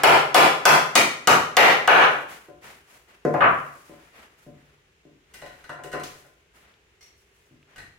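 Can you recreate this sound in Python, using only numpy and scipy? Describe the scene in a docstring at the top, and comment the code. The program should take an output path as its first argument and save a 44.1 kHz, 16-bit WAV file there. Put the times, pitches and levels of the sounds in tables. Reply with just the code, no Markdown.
"""Even hammer blows drive a nail home in a plank; a limiter holds each long dense tail flat.
From 2 s a jacket sleeve rustles and hands rub on wood. The plank is turned over and, at 3.3 s,
dropped on its frame. The hammer is set down; from 5.3 s its claw catches a nail and levers it out.
The loose nail tinkles and clicks near 7 s. A quiet garden lies under it all."""
import sys
import numpy as np
from scipy import signal
from scipy.fft import rfft, irfft, next_fast_len
from scipy.io import wavfile
from scipy.ndimage import uniform_filter1d

SR = 44100
rng = np.random.default_rng(int(sys.argv[2]) if len(sys.argv) > 2 else 0)


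def pcm_store(signal):
    """Save signal as 16-bit PCM."""
    levels = np.round(np.clip(np.atleast_2d(signal), -1, 1) * 32767)
    wavfile.write(sys.argv[1], SR, levels.astype(np.int16).T)


N = 351918
LEAD = SR // 2  # samples before time zero, so an earlier blow still rings
AGE_S = np.arange(SR // 2) / SR  # time since a contact

# plank modes: pitch_hz, level_db, t60_s
PLANK_MODES = [(143.8, -8, 0.4), (273, -5.5, 0.092), (339, -4, 0.11), (422, 1, 0.024), (510, -7.5, 0.058),
               (575.7, -2, 0.19), (606, -6.5, 0.28), (725, -11.5, 0.34), (840, -12.5, 0.048),
               (1029.5, -1.5, 0.24), (1403, 0.5, 0.22), (1959, 2.5, 0.19), (2795, -12.5, .1)]
# spectrum of a hard tick: freq_hz, level_db
TICK_SPECTRUM = [(800, -6), (2500, -2), (4500, -4.5), (6500, -3), (8500, -10), (12000, -11), (16000, -15)]


def from_db(db):
    return 10 ** (np.asarray(db) / 20)


def rms_one(x):
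    return x / np.sqrt(np.mean(x ** 2) + 1e-20)


def unit_energy(x):
    """Scale to the energy of 40 ms at level 1."""
    return x / np.sqrt(np.sum(x ** 2) / (SR / 25) + 1e-20)


def at_hz(points, hz):
    """Read a table on a log-frequency axis."""
    knots_hz, values = np.transpose(points)
    return np.interp(np.log(np.maximum(hz, 1)), np.log(knots_hz), values)


def cut(x, hz, kind, order=2):
    """Causal low- or high-pass."""
    sos = signal.butter(order, np.clip(hz, 10, .45 * SR), kind, fs=SR, output="sos")
    return signal.sosfilt(sos, x)


def add(track, start_s, sound):
    start = LEAD + round(start_s * SR)
    track[start:start + len(sound)] += sound[:len(track) - start]


def noise(spectrum, size):
    """Coloured noise, rms 1."""
    hz = np.fft.rfftfreq(size, 1 / SR)
    phasors = np.exp(2j * np.pi * rng.random(len(hz)))
    return rms_one(irfft(phasors * from_db(at_hz(spectrum, hz)), size))


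def wide_noise(spectrum, size):
    """Stereo noise, alike in the bass, nearly unrelated in the treble."""
    # left-right likeness: freq_hz, correlation
    likeness = [(40, 1), (130, .9), (260, 0.88), (520, 0.59), (1000, -0.053), (4000, 0.009), (14000, -0.23)]
    padded = next_fast_len(size, True)
    alike = np.clip(at_hz(likeness, np.fft.rfftfreq(padded, 1 / SR)), -.99, .99)
    mid = np.sqrt(1 + alike) * rfft(noise(spectrum, padded))
    side = np.sqrt(1 - alike) * rfft(noise(spectrum, padded))
    return rms_one(irfft(mid + side * [[1], [-1]], padded)[:, :size])


def burst(spectrum, t60_s, passes=3):
    """Damped modes set off together, too dense for one to stand out."""
    size = len(AGE_S)
    colour = from_db(at_hz(spectrum, np.fft.rfftfreq(2 * size, 1 / SR)))
    x = noise(spectrum, size) * from_db(-60 * AGE_S / t60_s)
    for _ in range(passes):  # impose the colour, damp again
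        bins = rfft(x, 2 * size)
        x = irfft(colour * bins / (np.abs(bins) + 1e-20))[:size] * from_db(-10 * AGE_S / t60_s)
    return unit_energy(x)


def ring(modes):
    """Distinct modes; each contact draws new strengths and signs."""
    hz, db, t60_s = np.transpose(modes)[:, :, None]
    strength = from_db(db + 1.5 * rng.standard_normal(hz.shape)) * rng.choice([-1, 1], hz.shape)
    partials = strength * np.sin(2 * np.pi * hz * AGE_S) * from_db(-60 * AGE_S / t60_s)
    return unit_energy(np.sum(partials, axis=0))


def mode_cluster(hz, octave_db=-28, top_db=-70, t60_s=0.083):
    """The modes that the place of contact favours."""
    peak = [(hz / 10, -60), (hz / 2, octave_db), (hz, 0), (hz * 2, octave_db), (hz * 10, top_db)]
    return burst(peak, t60_s)


def garden(level_db=-64):
    """Steady outdoor hush."""
    # freq_hz, level_db
    hush_spectrum = [(20, -23), (40, -3.5), (62, 6), (90, -1), (150, -5), (290, -14), (400, 0.5),
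                     (560, -15), (1000, -19), (1600, -12.5), (2800, -11.5), (4500, -21.5), (7000, -21),
                     (9000, -32), (16000, -40.5)]
    return from_db(level_db) * wide_noise(hush_spectrum, N)


def reverb(dry, spread_db=-6, spread_t60_s=0.048, build_s=0.0045):
    """A short, dense early spread widens each hit; a dense wide tail dies band by band."""
    # tail decay: freq_hz, t60_s
    decay_times = [(100, .62), (400, 0.5), (1200, 0.51), (3000, 0.5), (6000, 0.48), (14000, 0.36)]
    t = np.arange(SR) / SR
    flat = [(20, 0), (20000, 0)]
    hz, centres_hz = np.fft.rfftfreq(SR, 1 / SR), np.geomspace(62.5, 16000, 9)
    white = rfft(wide_noise(flat, SR))
    tail = 0
    for centre_hz, share in zip(centres_hz, np.eye(len(centres_hz))):
        band = irfft(white * at_hz(np.c_[centres_hz, share], hz), SR)
        tail = tail + band * from_db(-60 * t / at_hz(decay_times, centre_hz))
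    tail = tail * (1 - np.exp(-t / build_s))
    spread = wide_noise(flat, SR) * from_db(-60 * t / spread_t60_s)
    response = (rms_one(tail) + from_db(spread_db) * rms_one(spread)) / np.sqrt(SR)
    return signal.fftconvolve(dry[None], response, axes=1)[:, :len(dry)]


def arm_speed(start_s, length_s, attack_share=0.39, release_db_per_s=109):
    """One movement swells, holds and dies away."""
    age_s = np.arange(N) / SR - start_s
    swell = np.clip(age_s / (attack_share * length_s), 0, 1)
    return swell * from_db(-release_db_per_s * np.maximum(age_s - length_s, 0))


def sleeve_and_hands(flutter_db=1.0, flutter_hz=30, rest_rub_db=-70, rest_hiss_db=-79):
    """Hands rub on wood and nylon hisses in small uneven surges; the arm is never quite still."""
    # arm movements: start_s, length_s, rub_db, hiss_db
    strokes = [(2.044, 0.17, -57, -54), (2.277, 0.058, -44, -49.5), (2.608, 0.095, -45.5, -53),
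               (2.854, 0.11, -55.5, -59), (3.06, 0.091, -56, -67), (3.22, 0.66, -57.5, -58.5),
               (3.84, 0.23, -57, -65), (4.11, 0.13, -52, -63), (4.365, 0.07, -62.5, -64.5),
               (4.5, .2, -63, -74.5), (5.253, 0.36, -56, -65), (6.061, 0.14, -57.5, -57.5),
               (6.531, 0.06, -57, -63), (6.62, 0.072, -59, -79), (7.15, .06, -82, -68),
               (7.301, 0.16, -73, -70.5), (7.643, 0.19, -59, -75)]
    # both: freq_hz, level_db
    rub_spectrum = [(30, -23), (150, -10), (400, -7.5), (900, -6.5), (1450, -5.5), (2000, -5), (2800, -9.5),
                    (3600, -15.5), (6000, -25), (16000, -49)]
    nylon_spectrum = [(1500, -13.5), (3500, 0), (7000, 4), (8200, 2), (10000, 3), (16000, -2.5)]
    rub_power, hiss_power = from_db(rest_rub_db) ** 2, from_db(rest_hiss_db) ** 2
    for start_s, length_s, rub_db, hiss_db in strokes:
        speed = arm_speed(start_s, length_s)
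        rub_power = rub_power + (from_db(rub_db) * speed) ** 2
        hiss_power = hiss_power + (from_db(hiss_db) * speed) ** 2
    surge = from_db(flutter_db * rms_one(cut(rng.standard_normal(N), flutter_hz, "low")))
    rub = np.sqrt(rub_power) * wide_noise(rub_spectrum, N)
    hiss = np.sqrt(hiss_power) * wide_noise(nylon_spectrum, N)
    return surge * (rub + hiss)


def nail_clicks():
    """Fingers click the loose nail against the claw and damp it at once."""
    # start_s, level_db, pitch_hz
    clicks = [(6.740, -69.5, 3280), (7.629, -69, 2470)]
    out = np.zeros(LEAD + N)
    for start_s, db, hz in clicks:
        add(out, start_s, from_db(db) * mode_cluster(hz, octave_db=-24, top_db=-60, t60_s=.02))
    return out


def claw_and_nail(grit_db=1):
    """Gritty steel contacts ring the hammer head; the freed nail ticks and tinkles."""
    # head and claw touch nail and plank: start_s, level_db, lowpass_hz
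    clinks = [(5.341, -46.5, 14100), (5.417, -45.5, 3000), (5.461, -48, 6000), (5.641, -48.5, 3000),
              (5.693, -43.5, 3960), (5.837, -45, 12000), (5.917, -45, 6960), (5.929, -38, 3400),
              (5.997, -45.5, 7000), (7.76, -49, 5000), (7.782, -43, 3500), (7.828, -58, 8000)]
    # nail springs free and is handled: start_s, tick_db, ring_db
    tinks = [(5.338, -54, -80), (5.838, -67, -84), (6.035, -40.5, -62), (7.009, -59.5, -55),
             (7.027, -59.5, -59), (7.061, -64, -64)]
    # both: pitch_hz, level_db, t60_s
    hammer_modes = [(1486, 4, 0.051), (1871, 5.5, 0.056), (1987, 2.5, 0.094), (2835, -0.5, 0.051),
                    (4070, 1, 0.028), (5330, -15.5, .015), (6640, -15, 0.007), (8600, 8, 0.0062),
                    (11200, 2, 0.0065)]
    nail_modes = [(2110, -4, 0.038), (4340, -4.5, 0.035), (5560, -7, 0.072), (5670, 3.5, 0.05),
                  (7380, -13, 0.045)]
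    # freq_hz, level_db
    grit_spectrum = [(200, -11.5), (900, -14), (1900, -8), (3500, -17.5), (6000, -17), (16000, -19)]
    out = np.zeros(LEAD + N)
    for start_s, db, lowpass_hz in clinks:
        touch = ring(hammer_modes) + from_db(grit_db) * burst(grit_spectrum, t60_s=0.025)
        add(out, start_s, from_db(db) * unit_energy(cut(touch, lowpass_hz, "low", order=1)))
    for start_s, tick_db, ring_db in tinks:
        tick = from_db(tick_db) * burst(TICK_SPECTRUM, t60_s=0.027)
        add(out, start_s, tick + from_db(ring_db) * ring(nail_modes))
    return out


def plank_slaps(t60_s=0.074, lowpass_hz=3600):
    """Flat wood faces clap near 1 kHz as the plank drops or rocks."""
    # start_s, level_db
    slaps = [(3.344, -31.5), (3.406, -15.5), (3.420, -11.5), (5.694, -44.5), (5.940, -37)]
    # freq_hz, level_db
    slap_spectrum = [(30, -42.5), (100, -15), (400, -10.5), (700, -0.5), (880, -10), (1080, 5.5),
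                     (1600, -3.5), (2100, -10), (2900, -17), (3600, -36), (5500, -90), (16000, -127)]
    out = np.zeros(LEAD + N)
    for start_s, db in slaps:
        add(out, start_s, from_db(db) * cut(burst(slap_spectrum, t60_s), lowpass_hz, "low", order=4))
    return out


def plank_knocks(modes_db=-2, thud_db=-3, ring_db=-4, edge_db=-34):
    """The edge ticks; the soft contact reaches only the plank's low modes."""
    # start_s, level_db, highpass_hz, lowpass_hz, ring_hz
    knocks = [(2.484, -43.5, 109, 740, 313), (3.251, -17, 95, 750, 448), (3.34, -20, 130, 980, 725),
              (3.406, -28.5, 90, 900, 680), (3.896, -44, 170, 580, 303), (4.465, -42, 100, 387, 287),
              (5.052, -49, 169.6, 338.5, 291), (5.423, -40, 80, 910, 590), (5.694, -36, 60, 1330, 970),
              (5.79, -41.5, 100, 1200, 610), (5.845, -38.5, 55, 890, 395), (5.936, -29, 55.1, 1040, 434),
              (6.245, -55.5, 148.4, 1520, 603), (7.51, -52, 200, 230, 259.4), (7.782, -53, 70, 224, 126)]
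    # freq_hz, level_db
    thud_spectrum = [(25, -31), (60, 2.5), (140, -4), (230, -12.5), (500, 4), (900, -6), (1500, 18.5),
                     (2800, 14.5), (4000, -8), (16000, -26.5)]
    out = np.zeros(LEAD + N)
    for start_s, db, highpass_hz, lowpass_hz, ring_hz in knocks:
        add(out, start_s, from_db(db + edge_db) * burst(TICK_SPECTRUM, t60_s=0.011))
        modes = from_db(modes_db) * ring(PLANK_MODES)
        thud = from_db(thud_db) * burst(thud_spectrum, t60_s=0.08)
        body = cut(modes + thud, highpass_hz, "high")
        body = unit_energy(cut(body, lowpass_hz, "low", order=3))
        cluster = from_db(ring_db) * cut(mode_cluster(ring_hz), 2 * lowpass_hz, "low")
        add(out, start_s, from_db(db) * unit_energy(body + cluster))
    return out


def hammer_blows(timber_lag_s=0.002, modes_db=-10, snap_db=-19):
    """Steel cracks on the nail, then the timber booms; the crack tends to fade as the nail sinks."""
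    # start_s, timber_db, crack_db, highpass_hz, ring_hz, ring_db
    blows = [(-0.275, -3, -9.5, 170, 1190, -10.5), (0.035, -2.5, -11.5, 170.5, 1080, -8.5),
             (0.345, -3.5, -11, 160, 1107, -10.5), (0.654, -6, -11.5, 160, 1167, -11.5),
             (0.954, -14.5, -16.5, 125, 2300, -17.5), (1.273, -11, -23.5, 90, 1173, -12.5),
             (1.568, 0, -11, 240, 1900, -5), (1.876, 3.5, -18, 290, 1460, 0)]
    # both: freq_hz, level_db
    timber_spectrum = [(25, -27), (80, -13), (140, -5.5), (210, -10), (350, -2), (500, 0.5), (750, 3.5),
                       (1100, 0.5), (1700, -2.5), (2300, -2.5), (2850, -4.5), (3400, -13), (5000, -28),
                       (16000, -58.5)]
    crack_spectrum = [(60, -25), (500, 2), (2000, 8), (4100, 2.5), (6200, -0.5), (8000, -5.5),
                      (10000, -5.5), (12000, -4.5), (16000, -14)]
    out = np.zeros(LEAD + N)
    for start_s, timber_db, crack_db, highpass_hz, ring_hz, ring_db in blows:
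        modes = from_db(modes_db) * cut(ring(PLANK_MODES), 140, "high")  # the hand damps the lowest mode
        timber = from_db(timber_db) * (burst(timber_spectrum, t60_s=0.089) + modes)
        timber += from_db(ring_db) * mode_cluster(ring_hz)
        crack = from_db(crack_db) * burst(crack_spectrum, t60_s=0.047)
        snap = from_db(snap_db) * burst(TICK_SPECTRUM, t60_s=.008)  # steel meets steel
        add(out, start_s, cut(crack, highpass_hz, "high", order=1) + cut(snap, highpass_hz, "high"))
        add(out, start_s + timber_lag_s, cut(timber, highpass_hz, "high"))
    return out


def scene(pan_left_db=0.77):
    """Work and sleeve slightly to the left, over the garden's hush."""
    blows, knocks, steel = hammer_blows(), plank_knocks(), claw_and_nail()
    direct = from_db(-11) * blows + from_db(-10) * steel + from_db(-6) * knocks + nail_clicks()
    send = blows + plank_slaps() + from_db(-2) * knocks + steel
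    work = (direct + reverb(send))[:, LEAD:]
    pan = from_db([[pan_left_db], [-pan_left_db]])
    return pan * (work + sleeve_and_hands()) + garden()


def record(dry, limit_db=-11.5, release_db_per_s=250, window_s=0.006, lowpass_hz=16000):
    """A fast limiter holds loud sounds at one level; peaks are rounded, the top is cut."""
    power = uniform_filter1d(np.mean(dry ** 2, axis=0), int(window_s * SR))
    over_db = np.maximum(10 * np.log10(np.maximum(power, 1e-12)) - limit_db, 0)
    fall_db = release_db_per_s * np.arange(N) / SR
    reduction_db = uniform_filter1d(np.maximum.accumulate(over_db + fall_db) - fall_db, size=64)
    limited = dry * from_db(-reduction_db)
    rounded = limited / (1 + limited ** 6) ** (1 / 6)
    return signal.sosfilt(signal.ellip(10, .1, 80, lowpass_hz, fs=SR, output="sos"), rounded)


dry = scene()
out = record(dry)
pcm_store(out)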